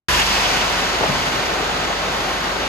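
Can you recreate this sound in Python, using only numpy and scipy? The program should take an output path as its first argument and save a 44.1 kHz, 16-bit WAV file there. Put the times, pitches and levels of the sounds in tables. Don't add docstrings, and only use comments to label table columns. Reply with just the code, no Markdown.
import sys
import numpy as np
from scipy import signal
from scipy.fft import rfft, irfft, next_fast_len
from scipy.io import wavfile
from scipy.ndimage import map_coordinates

SR = 44100
rng = np.random.default_rng(int(sys.argv[2]) if len(sys.argv) > 2 else 0)


def persist_wave(psi):
    counts = np.round(np.clip(psi, -1, 1) * 32767).astype(np.int16)
    wavfile.write(sys.argv[1], SR, np.atleast_2d(counts).T)


N = 118188


def amp(db):
    return 10 ** (np.asarray(db) / 20)


def unit(x):
    return x / np.sqrt(np.mean(x ** 2) + 1e-20)


def along(points, hz, axis=1):
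    table = np.transpose(points)
    return np.interp(np.log(hz + 1), np.log(table[0] + 1), table[axis])


def since(start_s):
    return np.maximum(np.arange(N) / SR - start_s, 0)


def rise(t, time_s):
    return 1 - np.exp(-t / time_s)


def fall(t, time_s):
    return np.exp(-t / time_s)


def wobble(rate):
    points = rng.standard_normal(int(N * rate / SR) + 4)
    return map_coordinates(points, [np.arange(N) * rate / SR])


def filtered(x, response):
    size = next_fast_len(N + SR // 4)
    hz = np.fft.rfftfreq(size, 1 / SR)
    return irfft(rfft(x, size) * response(hz), size)[..., :N]


def centred(shape, centre_hz):
    return [(multiple * centre_hz, db) for multiple, db in shape]


WALLS_DB, FIRST_S, LAST_S = -12.5, 0.00078, 0.036
WALLS_LOW_HZ = 700


def walls(x):
    t = np.arange(SR // 10) / SR
    strength = np.interp(t, [0, FIRST_S, LAST_S], [0, 1, 0]) * (t > FIRST_S)
    echoes = rng.standard_normal(len(t)) * strength
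    b, a = signal.butter(2, WALLS_LOW_HZ, 'high', fs=SR)
    echoes = signal.lfilter(b, a, echoes)
    echoes = echoes[None] / np.linalg.norm(echoes)
    return x + amp(WALLS_DB) * signal.fftconvolve(x, echoes, axes=1)[:, :N]


# pitch_hz, likeness (0-1), left_lead_radians
PORTS = [(60, 0.99, 0.0), (350, 0.73, 0.0), (700, 0.49, 0.3), (1100, 0.43, 0.7), (1700, 0.08, 0.4),
         (2300, 0.46, 0.3), (3100, 0.58, 1.7), (3800, 0.25, 2.8), (4400, 0.41, 5.9), (5200, 0.17, 8.5),
         (6200, 0.61, 11.4), (6700, 0.56, 12.3), (7200, 0.26, 9.6), (7700, 0.77, 9.8), (8700, 1.0, 9.4),
         (10500, 0.72, 8.3), (12800, 0.99, 6.3)]
# pitch_hz, difference_db
BALANCE = [(60, 6), (130, -1), (290, 0), (640, 1.5), (1410, 1), (3100, -1), (6820, -0.5), (15000, 0)]


def at_ports(pair, spectrum):
    def shares(hz):
        angle = np.arccos(np.clip(along(PORTS, hz), 0, 1)) / 2
        return amp(along(spectrum, hz)) * [np.cos(angle), np.sin(angle)]

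    half = np.array([[.5], [-.5]])

    def sides(hz):
        gain = amp(half * along(BALANCE, hz))
        return gain * np.exp(1j * half * along(PORTS, hz, axis=2))

    common, opposite = filtered(pair, shares)
    left_right = np.array([common + opposite, common - opposite])
    return unit(filtered(left_right, sides))


def rush(spectrum):
    return at_ports(walls(rng.standard_normal((2, N))), spectrum)


def quiet():
    return amp(-90) * rush([(40, -1), (200, -14), (1000, -25), (10000, -48)])


# start_s, length_s, level_db (at full swell), centre_hz
DRAGS = [(1.34, 0.39, -30.5, 397), (1.867, 0.089, -28.5, 760), (1.89, 0.086, -34, 1360),
         (2.04, 0.084, -28.5, 570), (2.06, 0.15, -38, 1240), (2.3, 0.13, -40, 1000),
         (2.41, 0.15, -29.5, 960), (2.517, 0.16, -30.5, 375)]
# multiple of the centre, relative_db (per Hz)
DRAG_SHAPE = [(.1, -35), (.5, -17), (.8, 4.5), (1.15, 6.5), (1.7, -6), (4, -30), (12, -50)]


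def drags(rough_db=1.0):
    roughness = amp(rough_db * wobble(110))
    out = np.zeros((2, N))
    for start_s, length_s, db, hz in DRAGS:
        swell = np.sin(np.pi * np.minimum(since(start_s) / length_s, 1))
        out += amp(db) * swell * rush(centred(DRAG_SHAPE, hz))
    return roughness * out


BOOM_S, BOOM_DB, BOOM_DECAY_S = 1.06, -26, 0.15
# pitch_hz, relative_db (per Hz)
BOOM = [(60, -14), (110, -16), (138, 16), (170, 4), (200, -8), (260, 7.5), (350, -12), (900, -35)]


def boom(rise_s=0.009):
    t = since(BOOM_S)
    return amp(BOOM_DB) * rise(t, rise_s) * fall(t, BOOM_DECAY_S) * rush(BOOM)


FLOP_RISE_S, FLOP_DECAY_S = 0.0016, 0.01
FLOP_TAIL_DB, FLOP_TAIL_S = -14.5, 0.07
# start_s, level_db (before the envelope), centre_hz
FLOPS = [(1.007, -15.5, 480), (1.026, -15.5, 760), (1.036, -16, 620), (1.06, -19.5, 900), (1.087, -19, 520),
         (1.095, -22.5, 190)]
# multiple of the centre, relative_db (per Hz)
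FLOP_SHAPE = [(.08, -24), (.25, -8), (.55, -4.5), (1, -0.5), (1.5, -2), (2.6, -14), (8, -44), (20, -70)]


def flops():
    out = np.zeros((2, N))
    for start_s, db, hz in FLOPS:
        t = since(start_s)
        decay = fall(t, FLOP_DECAY_S) + amp(FLOP_TAIL_DB) * fall(t, FLOP_TAIL_S)
        out += amp(db) * rise(t, FLOP_RISE_S) * decay * rush(centred(FLOP_SHAPE, hz))
    return out


OPEN_S, ATTACK_S = .084, 0.00082


def valve():
    return rise(since(OPEN_S), ATTACK_S)


RING_DB = -37.5
# pitch_hz, width_hz, relative_db
RINGS = [(183, 8.6, -2), (262.4, 7.5, -1), (373, 16, -0.5), (404.6, 4.2, -3.5), (617, 9.2, -2),
         (921, 10, -4)]


def hollow():
    def body(hz):
        total = 0
        for centre, width, db in RINGS:
            damping = 1j * hz * width
            resonance = damping / (centre * centre - hz * hz + damping)
            total = total + amp(db) / np.sqrt(abs(width)) * resonance
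        return total

    return amp(RING_DB) * valve() * unit(filtered(rng.standard_normal(N), body))


THROB_HZ, THROB_SETTLE_S = 23.45, 0.32
# multiple, steady_level_db, extra_opening_db
THROB = [(2, -38.5, 8.5), (3, -44.5, 13.5), (5, -55, 19), (8, -47, 12)]


def throb(drift=0.22, waver_db=-0.45):
    t = since(OPEN_S)
    out = np.zeros(N)
    for multiple, db, extra_db in THROB:
        phase = 2 * np.pi * (multiple * THROB_HZ * t + rng.random()) + drift * wobble(4.2)
        level_db = db + extra_db * fall(t, THROB_SETTLE_S) + waver_db * wobble(4.96)
        out += amp(level_db) * np.sqrt(2) * np.sin(phase)
    return valve() * out


SURGE_RISE_S, SURGE_FALL_S = 0.0032, 0.0074
# start_s, length_s (until the fall), level_db
SURGES = [(.188, .04, -22), (.335, .04, -30), (.432, .037, -22.5), (.565, .066, -25.5), (.775, .055, -30)]
# pitch_hz, relative_db (per Hz)
SURGE = [(150, -7), (800, -7), (1700, -7), (2600, 4), (3300, 4), (4300, -14), (8000, -22), (15000, -44)]


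def surges():
    level = np.zeros(N)
    for start_s, length_s, db in SURGES:
        ending = fall(since(start_s + length_s), SURGE_FALL_S)
        level += amp(db) * rise(since(start_s), SURGE_RISE_S) * ending
    return level * rush(SURGE)


BLAST_END_S, BLAST_DB, BLAST_FALL_S = 0.22, -20, 0.0094
# pitch_hz, relative_db (per Hz)
BLAST = [(100, -11), (160, -1), (280, -6), (630, -3.5), (1000, 3), (1350, -3), (1650, 3), (2200, -3.5),
         (3100, -2.5), (4300, -10), (8000, -11), (15000, -37)]


def blast():
    return amp(BLAST_DB) * valve() * fall(since(BLAST_END_S), BLAST_FALL_S) * rush(BLAST)


GUST_DB = .18
# pitch_hz, relative_db (per Hz)
ROAR = [(35, -34), (58, -10), (85, -6.5), (110, -6.5), (160, -4), (215, -4), (310, -4.5), (420, -2),
        (520, 0), (700, 0.9), (1000, -1), (1500, -1.3), (2300, -6.5), (3000, -7.5), (4100, -9),
        (5100, -14.5), (5600, -17.5), (6300, -16.5), (7000, -17.5), (8000, -21.5), (10000, -36),
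        (12500, -40.5), (15000, -53)]
HISS = [(350, -47), (900, 2), (1400, -4), (2000, 0.5), (3100, 1), (3600, -2), (4200, -3.5), (5200, -1),
        (5500, -6.5), (6000, -4.5), (7400, -11.5), (8000, -7), (10000, -59), (12500, -31), (15000, -36)]
SIZZLE = [(5000, -21), (8000, -50), (9500, 13.5), (12500, 2), (14000, 1), (15000, -11)]
# time_s, level_db
ROAR_LEVEL = [(.08, -23), (.28, -23), (.42, -20), (.63, -20.3), (.78, -20), (.88, -21.5), (1.15, -21),
              (1.5, -21.5), (1.8, -21.5), (2.2, -22), (2.68, -22.5)]
HISS_LEVEL = [(.08, -20), (.36, -19.5), (.58, -22.3), (.72, -25), (1.15, -26), (1.7, -31), (2.68, -32.5)]
SIZZLE_LEVEL = [(.08, -33.5), (.2, -36), (.45, -39), (.9, -43.5), (1.35, -43), (1.7, -47), (1.98, -48.5),
                (2.12, -45), (2.32, -44), (2.5, -47), (2.68, -47)]


def jet(flutter_db=0.5):
    unrest_db = GUST_DB * wobble(11.4) + flutter_db * wobble(90)
    out = np.zeros((2, N))
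    for level, spectrum in [(ROAR_LEVEL, ROAR), (HISS_LEVEL, HISS), (SIZZLE_LEVEL, SIZZLE)]:
        time_s, level_db = np.transpose(level)
        out += amp(np.interp(since(0), time_s, level_db)) * rush(spectrum)
    return valve() * amp(unrest_db) * out


def scene():
    landing = drags() + boom() + flops()
    gas = hollow() + throb() + surges() + blast() + jet()
    return quiet() + landing + gas


TOP_HZ, TOP_EDGE_HZ = 15400, 500


def record(dry):
    b, a = signal.butter(4, 36, 'high', fs=SR)
    without_bass = signal.lfilter(b, a, dry)
    return filtered(without_bass, lambda hz: np.clip((TOP_HZ - hz) / TOP_EDGE_HZ, 0, 1))


dry = scene()
out = record(dry)
persist_wave(out)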